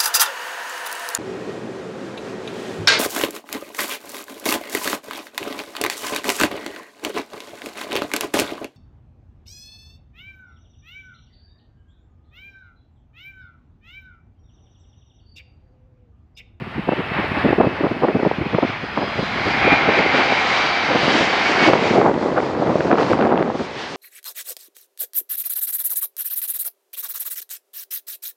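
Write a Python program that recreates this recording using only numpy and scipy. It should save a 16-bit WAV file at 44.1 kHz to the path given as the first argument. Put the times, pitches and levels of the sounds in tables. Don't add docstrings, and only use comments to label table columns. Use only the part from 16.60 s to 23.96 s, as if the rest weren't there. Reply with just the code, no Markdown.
import sys
import numpy as np
from scipy import signal
from scipy.fft import rfft, irfft, next_fast_len
from scipy.io import wavfile
from scipy.ndimage import uniform_filter1d

SR = 44100
rng = np.random.default_rng(int(sys.argv[2]) if len(sys.argv) > 2 else 0)


def store_pcm(level_fs):
    pcm = np.round(np.clip(level_fs, -1, 1) * 32767).astype(np.int16)
    wavfile.write(sys.argv[1], SR, np.atleast_2d(pcm).T)


def elevation(decibels):
    levels = np.asarray(decibels, float)
    return 10 ** (levels / 20)


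N = 324576

# time_s, roar_level_db
JET_LEVEL = [(0, -42), (.3, -35), (.44, -33), (.58, -27.5), (.68, -31.5), (.78, -27), (.92, -28.5),
             (1.02, -33.5), (2, -35), (2.25, -35), (2.45, -31), (2.7, -28), (2.95, -24.5), (3.0, -21.5),
             (3.05, -19.5), (3.13, -18.5), (3.17, -22), (3.6, -22.5), (4.25, -24), (4.7, -24), (5.07, -21),
             (5.11, -29.5), (5.2, -27), (5.31, -28), (5.4, -35.5), (5.52, -43.5), (6.3, -40), (6.36, -41),
             (6.4, -34), (6.45, -36), (6.53, -36.5), (6.56, -41.5), (6.75, -49), (7.0, -40.5),
             (7.22, -34.5), (7.36, -35)]
# (per Hz, relative)
ROAR_COLOUR = [(100, -14.5), (200, -14.5), (400, -8.5), (760, 1.5), (1000, -1.5), (1600, -3.5),
               (2260, -4.5), (2900, -8.5), (3700, -10.5), (4700, -11.5), (7000, -23), (9700, -39),
               (14000, -61.5)]
# time_s, treble_db (roar at 5500 Hz)
TREBLE_SHIFT = [(0, 0.5), (.5, -1), (1, -1), (1.5, 0.8), (2, 1.3), (2.4, 0.5), (2.7, 2), (3.08, -2),
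                (3.5, -0.1), (4, -0.2), (4.54, -0.3), (4.61, 2.2), (4.68, -0.5), (4.82, -2), (4.87, 1),
                (4.99, -2.5), (5.07, 0.4), (5.18, -2), (5.3, 1), (5.45, 0), (5.7, .6), (6.1, 0), (6.4, -1),
                (6.6, 1.2), (6.9, 0.5), (7.1, -1.8), (7.36, 2.5)]
# time_s, pitch_hz, low_orders_db (against roar), high_orders_db (against roar)
FAN_WHINE = [(0, 891.5, -12, -6), (.3, 889, -2, -6), (.5, 875, -5, -2), (1, 870, -4.5, -8),
             (1.5, 859, -7, -5), (2, 838, -4.5, 3), (2.6, 816, -20, 3), (3.1, 798.7, -1, -6),
             (4, 780.5, -3, 2), (4.6, 762.5, -5.5, 4.5), (5, 745, -2, -17), (5.8, 695, -22, -21),
             (6.5, 610, -16, -21), (7.36, 615, -35, -28)]
# order (multiple of fan pitch), level_db (added to the fan's), blur_hz
FAN_TONES = [(1, -5, 170), (2, -23, 80), (3, -5.5, 35), (4, -16, 420), (5, -17.5, 420), (6, -18, 420)]
# time_s, pitch_hz, level_db (against roar)
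SECOND_WHINE = [(0, 2224, -26), (.6, 2211, -11), (1, 2206, -13.5), (2, 2165, -11), (2.7, 2170, -9),
                (3.1, 2175, -7.5), (3.5, 2162, -5), (4.4, 2152, -12), (4.75, 2120, -8), (5, 2095, -12),
                (5.2, 2078, -5.5), (5.7, 2006, -4), (6.1, 1980, -9), (7.36, 1897, -17)]
# peak_s, level_db (peak of swell), length_ms, pitch_hz
WIND_THUMPS = [(.019, -24.5, 21, 215), (.073, -29.5, 15, 215), (.166, -23, 9, 205), (.189, -17, 18, 225),
               (.277, -20, 5.9, 200), (.29, -9.5, 8.4, 450), (.323, -16.5, 16, 475), (.333, -14, 6, 466),
               (.395, -20, 38, 300), (.517, -22, 12, 250), (.568, -28, 12, 220), (.596, -17, 19, 346),
               (.644, -24, 14, 380), (.718, -17.5, 7.3, 280), (.775, -19.5, 19, 330), (.86, -10, 26, 287),
               (.888, -15, 13.2, 350), (.91, -12, 7.5, 270), (.931, -7, 6.6, 375), (.987, -9, 9.4, 302),
               (1.009, -6.5, 16.2, 463), (1.045, -16.5, 38, 430), (1.073, -11, 16, 278),
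               (1.21, -16, 13, 370), (1.244, -11.5, 18, 340), (1.264, -17.5, 24, 460),
               (1.318, -14.5, 12, 300), (1.37, -24, 10, 250), (1.439, -10.5, 29.7, 433),
               (1.492, -15.5, 35, 443), (1.56, -11.5, 24, 313), (1.599, -18, 18, 470),
               (1.631, -12.5, 11, 407), (1.653, -9.5, 4.6, 483), (1.667, -10, 18, 348),
               (1.715, -10, 4.8, 400), (1.789, -14.5, 5.9, 225), (1.818, -14.5, 12, 245),
               (1.864, -18, 14, 230), (1.948, -14.5, 33, 260), (1.987, -9.5, 8.1, 424),
               (2.031, -11, 15, 390), (2.049, -14.5, 13, 315), (2.096, -23, 12.4, 185),
               (2.238, -24, 19, 286), (2.385, -18, 24, 330), (2.427, -19.5, 40, 474), (2.48, -27, 13, 260),
               (2.558, -20, 3.9, 330), (2.594, -17.5, 25, 340), (2.631, -21, 19, 300),
               (2.735, -27, 14, 200), (2.764, -24, 12, 230), (2.787, -25, 14, 330), (2.812, -24, 22, 200),
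               (2.872, -18.5, 27, 253), (2.91, -25, 12, 250), (2.946, -22, 14, 240), (3.055, -18, 16, 250),
               (3.077, -11.5, 17, 382), (3.132, -11, 17, 342), (3.209, -25, 16, 400), (3.29, -11, 21, 380),
               (3.392, -15.5, 38, 387), (3.547, -17, 29, 384), (3.595, -18.5, 24, 400),
               (3.714, -19.5, 42.4, 423), (4.307, -17.5, 32.7, 420), (4.357, -10.5, 13, 543),
               (4.478, -18.5, 22, 360), (4.618, -19.5, 41, 373), (4.896, -18, 9.3, 380),
               (5.036, -16.5, 21, 421), (5.088, -8.5, 38, 483), (5.114, -12, 6.7, 400),
               (5.136, -10, 12.6, 523), (5.156, -11, 5.9, 475), (5.268, -21, 13, 480),
               (5.313, -12, 8.5, 340), (5.371, -11.5, 72, 464), (5.416, -11, 6.7, 505),
               (5.47, -11.5, 54, 493), (5.55, -20, 20, 380), (5.613, -17.5, 9.4, 446),
               (5.632, -20, 24, 480), (5.669, -19.5, 30, 450), (5.778, -13.5, 28, 610),
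               (6.023, -14.5, 20, 440), (6.1, -16, 74, 384), (6.158, -8.5, 6.6, 370), (6.2, -20.5, 28, 348),
               (6.256, -14.5, 14, 365), (6.318, -13, 47, 443), (6.398, -15.5, 48, 480),
               (6.518, -11.5, 9.7, 400), (6.535, -12, 11, 375), (6.615, -15.5, 36, 445),
               (6.655, -16, 51, 505), (6.73, -12.5, 28, 510), (6.8, -20, 36, 513), (6.902, -15.5, 5.8, 435),
               (6.952, -20, 24, 435), (7.014, -21.5, 38, 332)]
# start_s, level_db (peak of swell)
WIND_SNAPS = [(1.009, -26), (1.241, -26), (1.484, -15), (1.557, -29), (1.947, -10.5), (2.03, -27),
              (2.375, -11), (2.425, -22), (2.592, -19), (5.134, -10.5), (5.181, -24), (5.414, -14),
              (5.541, -17), (5.603, -23), (5.627, -25), (5.696, -26), (5.773, -22), (5.779, -12),
              (5.803, -15), (6.019, -28), (6.072, -19), (6.1, -28), (6.128, -22), (6.183, -20),
              (6.2067, -6.5), (6.274, -25), (6.314, -6.5), (6.328, -6), (6.355, -14.5), (6.3839, -8.5),
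              (6.398, -21), (6.4096, -12), (6.431, -13), (6.532, -10.5), (6.59, -18), (6.611, -15),
              (6.624, -13.5), (6.651, -21), (6.718, -23), (6.776, -13), (6.794, -22), (6.826, -15),
              (6.878, -17.5), (6.996, -20)]
# peak_s, level_db (of the noise before it is differenced)
SHARP_TICKS = [(5.0902, -42.5), (5.135, -47.5)]
# time_s, level_db, eddy_pitch_hz (sets crackle, rumble, small thumps and snaps)
STEADY_WIND = [(0, -48, 237), (.3, -42, 400), (.94, -30, 345), (1.25, -31, 400), (1.93, -35, 357),
               (2.15, -44, 390), (2.71, -40, 403), (3.01, -29, 432.6), (3.44, -25, 480), (4.2, -32.5, 553),
               (4.47, -21, 535), (4.8, -28, 570), (5.0, -23, 554), (5.23, -20.5, 564), (6.1, -22.5, 413),
               (6.6, -17.5, 536), (6.821, -21, 510), (7.05, -32, 400), (7.36, -33, 400)]
# time_s, hiss_level_db
HISS_LEVEL = [(0, -71.5), (.8, -62), (1.1, -68), (2.2, -70.5), (3, -61.5), (3.4, -72), (4.9, -75),
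              (5.05, -92), (5.2, -101.5), (7.0, -100), (7.36, -100)]
CALM_HZ = 400


def curves(table):
    s, *columns = np.transpose(table)
    return [np.interp(np.arange(N) / SR, s, column) for column in columns]


def unit(x):
    return x / np.sqrt(np.mean(x ** 2))


def walk(rate_hz):
    hold = int(SR / rate_hz)
    steps = np.repeat(rng.standard_normal(N // hold + 1), hold)
    slewed = uniform_filter1d(uniform_filter1d(steps, hold), hold)
    return unit(slewed[:N])


def colour(x, hz, rise, fall):
    f = np.arange(len(x) // 2 + 1) * SR / len(x) / hz
    return irfft(rfft(x) * f ** rise / (1 + f ** rise) * np.exp(-fall * f), len(x))


def jet():
    start_m, approach_m_s, nearest_m = 427.5, 66.3, 48
    loss_db_per_100m, flicker_db = 5.5, 0.73
    surge_s, surge_dull = 0.56, 1.1
    level_db, = curves(JET_LEVEL)
    shift_db, = curves(TREBLE_SHIFT)
    metres = np.hypot(start_m - approach_m_s * np.arange(N) / SR, nearest_m)
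    extra_m = metres - nearest_m
    surge_db = level_db - uniform_filter1d(level_db, int(surge_s * SR))
    treble_db = -loss_db_per_100m * extra_m / 100 - surge_dull * surge_db * extra_m / start_m
    treble_db = treble_db + flicker_db * walk(30) + shift_db
    return elevation(level_db) * (roar(treble_db, low_db=-3) + whines(treble_db))


def roar(treble_db, low_db):
    size = next_fast_len(N)
    octave = np.log2(np.maximum(np.arange(size // 2 + 1) * SR / size, 1))
    point_hz, point_db = np.transpose(ROAR_COLOUR)
    noise = rfft(rng.standard_normal(size)) * elevation(np.interp(octave, np.log2(point_hz), point_db))
    middle = (octave > np.log2(1700)) & (octave < np.log2(3200))
    noise = noise / np.sqrt(np.mean(irfft(noise * middle) ** 2))
    out, shared_eddies = 0, walk(17)
    for centre in np.arange(6.5, 14.1, 1 / 3):
        shape = np.cos(np.pi / 2 * np.clip(3 * (octave - centre), -1, 1)) ** 2
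        hz = 2 ** centre
        air = np.clip((hz - 2400) / 3100, 0, 2.2)
        low = np.clip(np.log2(1700 / hz), 0, 1)
        waver_db = 1.26 * shared_eddies + 0.8 * walk(14) + 0.69 * walk(4.09)
        out = out + irfft(noise * shape)[:N] * elevation(air * treble_db + low * low_db + waver_db)
    return out


def tone(hz, waver, blur_hz):
    phase = 2 * np.pi * np.cumsum(hz * (1 + waver * walk(8))) / SR
    fade_db = 2 * walk(14) + 0.5
    return elevation(fade_db) * (walk(blur_hz) * np.sin(phase) + walk(blur_hz) * np.cos(phase))


def whines(treble_db):
    fan_hz, low_db, high_db = curves(FAN_WHINE)
    out = 0
    for order, order_db, blur_hz in FAN_TONES:
        hz = order * fan_hz
        level_db = order_db + (low_db if order <= 3 else high_db)
        air_db = 0.71 * treble_db * np.clip((hz - 2400) / 3100, 0, 2)
        out = out + elevation(level_db + air_db) * tone(hz, 0.003, blur_hz)
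    second_hz, second_db = curves(SECOND_WHINE)
    return out + elevation(second_db) * tone(second_hz, 0.00605, 330)


def crackle(hz):
    return -23.5 + 5.5 * np.log2(hz / CALM_HZ)


def turbulence(strength, hz, crackle_db, rise=2.16, fall=0.93, crackle_fall=1.01):
    chance = rng.standard_normal((2, len(strength)))
    hardness = np.clip(np.repeat(chance[1, ::96], 96)[:len(strength)], -2, 1.6)
    jolts = strength * chance[0] * elevation(3.35 * hardness)
    sharp = jolts * elevation(1.4 * hardness) * np.sqrt(strength)
    body = unit(colour(jolts, hz, rise, fall))
    bright = unit(colour(sharp, 937.0, 3.9, crackle_fall))
    return np.sqrt(np.mean(strength ** 2)) * (body + elevation(crackle_db) * bright)


def thumps():
    small_per_s, small_db, small_ms = 4.4, 0, 14
    pitch_scatter, crackle_scatter_db = 0.013, 5.5
    hard_db, crackle_per_db = -14.5, 0.05
    wind_s, wind_db, wind_hz = np.transpose(STEADY_WIND)
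    chance = rng.random((int(small_per_s * N / SR), 2))
    small_s = chance[:, 0] * N / SR
    small_level_db = np.interp(small_s, wind_s, wind_db) + small_db
    small_length_ms = small_ms * (0.5 + chance[:, 1])
    small_hz = 0.65 * np.interp(small_s, wind_s, wind_hz)
    rows = list(WIND_THUMPS) + list(zip(small_s, small_level_db, small_length_ms, small_hz))
    out = np.zeros(N + SR)
    t = np.arange(-4096, 4096) / SR
    scatter = rng.standard_normal((len(rows), 2))
    for (peak_s, db, ms, pitch_hz), (high, bright) in zip(rows, scatter):
        hz = pitch_hz * np.exp(pitch_scatter * high)
        swell = elevation(db) * np.exp(-(t * 1000 / (0.53 * ms)) ** 2)
        crackle_db = crackle(hz) + crackle_per_db * (db - hard_db) + crackle_scatter_db * bright
        start = int(peak_s * SR)
        out[start:start + len(t)] += turbulence(
            swell, 0.86 * hz, crackle_db, rise=2.28, fall=1.254, crackle_fall=1.2)
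    return out[4096:4096 + N]


def snaps():
    length_ms, calm_pitch_hz, pitch_power = 1.8, 400, 1.56
    out = np.zeros(N + SR)
    t = np.arange(-1024, 1024) / SR
    wind_s, _, wind_hz = np.transpose(STEADY_WIND)
    for start_s, db in WIND_SNAPS:
        hz = calm_pitch_hz * (np.interp(start_s, wind_s, wind_hz) / CALM_HZ) ** pitch_power
        swell = elevation(db) * np.exp(-(t * 1000 / (0.73 * length_ms)) ** 2)
        burst = unit(colour(swell * rng.standard_normal(len(t)), hz, 2.5, 0.69))
        start = int((start_s + length_ms / 2000) * SR)
        out[start:start + len(t)] += np.sqrt(np.mean(swell ** 2)) * burst
    return out[1024:1024 + N]


def ticks():
    t = np.arange(N) / SR
    fall_ms = 0.33
    swell = sum(elevation(db) * np.exp(-((t - s) * 1000 / fall_ms) ** 2) for s, db in SHARP_TICKS)
    return np.diff(rng.standard_normal(N + 1)) * swell


def wind():
    level_db, eddy_hz = curves(STEADY_WIND)
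    deep = unit(colour(rng.standard_normal(N), 70.0, 3.4, 0.42))
    lumps = unit(elevation(0.99 * walk(45)))
    rush = turbulence(lumps, 304.0, crackle(eddy_hz) + 5.5)
    rumble_db = -15.5 - 22.5 * np.log2(eddy_hz / CALM_HZ)
    return elevation(level_db) * (rush + elevation(rumble_db) * deep)


def hiss():
    level_db, = curves(HISS_LEVEL)
    deep = unit(colour(rng.standard_normal(N), 68.0, 2.7, 0.44))
    bright = unit(colour(rng.standard_normal(N), 5600.0, 3.3, 0.93))
    return elevation(level_db) * (bright + elevation(32) * deep)


def scene():
    return (jet() + thumps() + snaps() + ticks() + wind() + hiss())[None]


def band_limit(x):
    return signal.sosfilt(signal.butter(12, 15740, fs=SR, output="sos"), x)


def record(dry):
    thin = signal.sosfilt(signal.butter(1, 60, "highpass", fs=SR, output="sos"), dry)
    rounded = thin / (1 + (thin / 1.05) ** 4) ** 0.25
    return band_limit(rounded)


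dry = scene()
out = record(dry)
store_pcm(out)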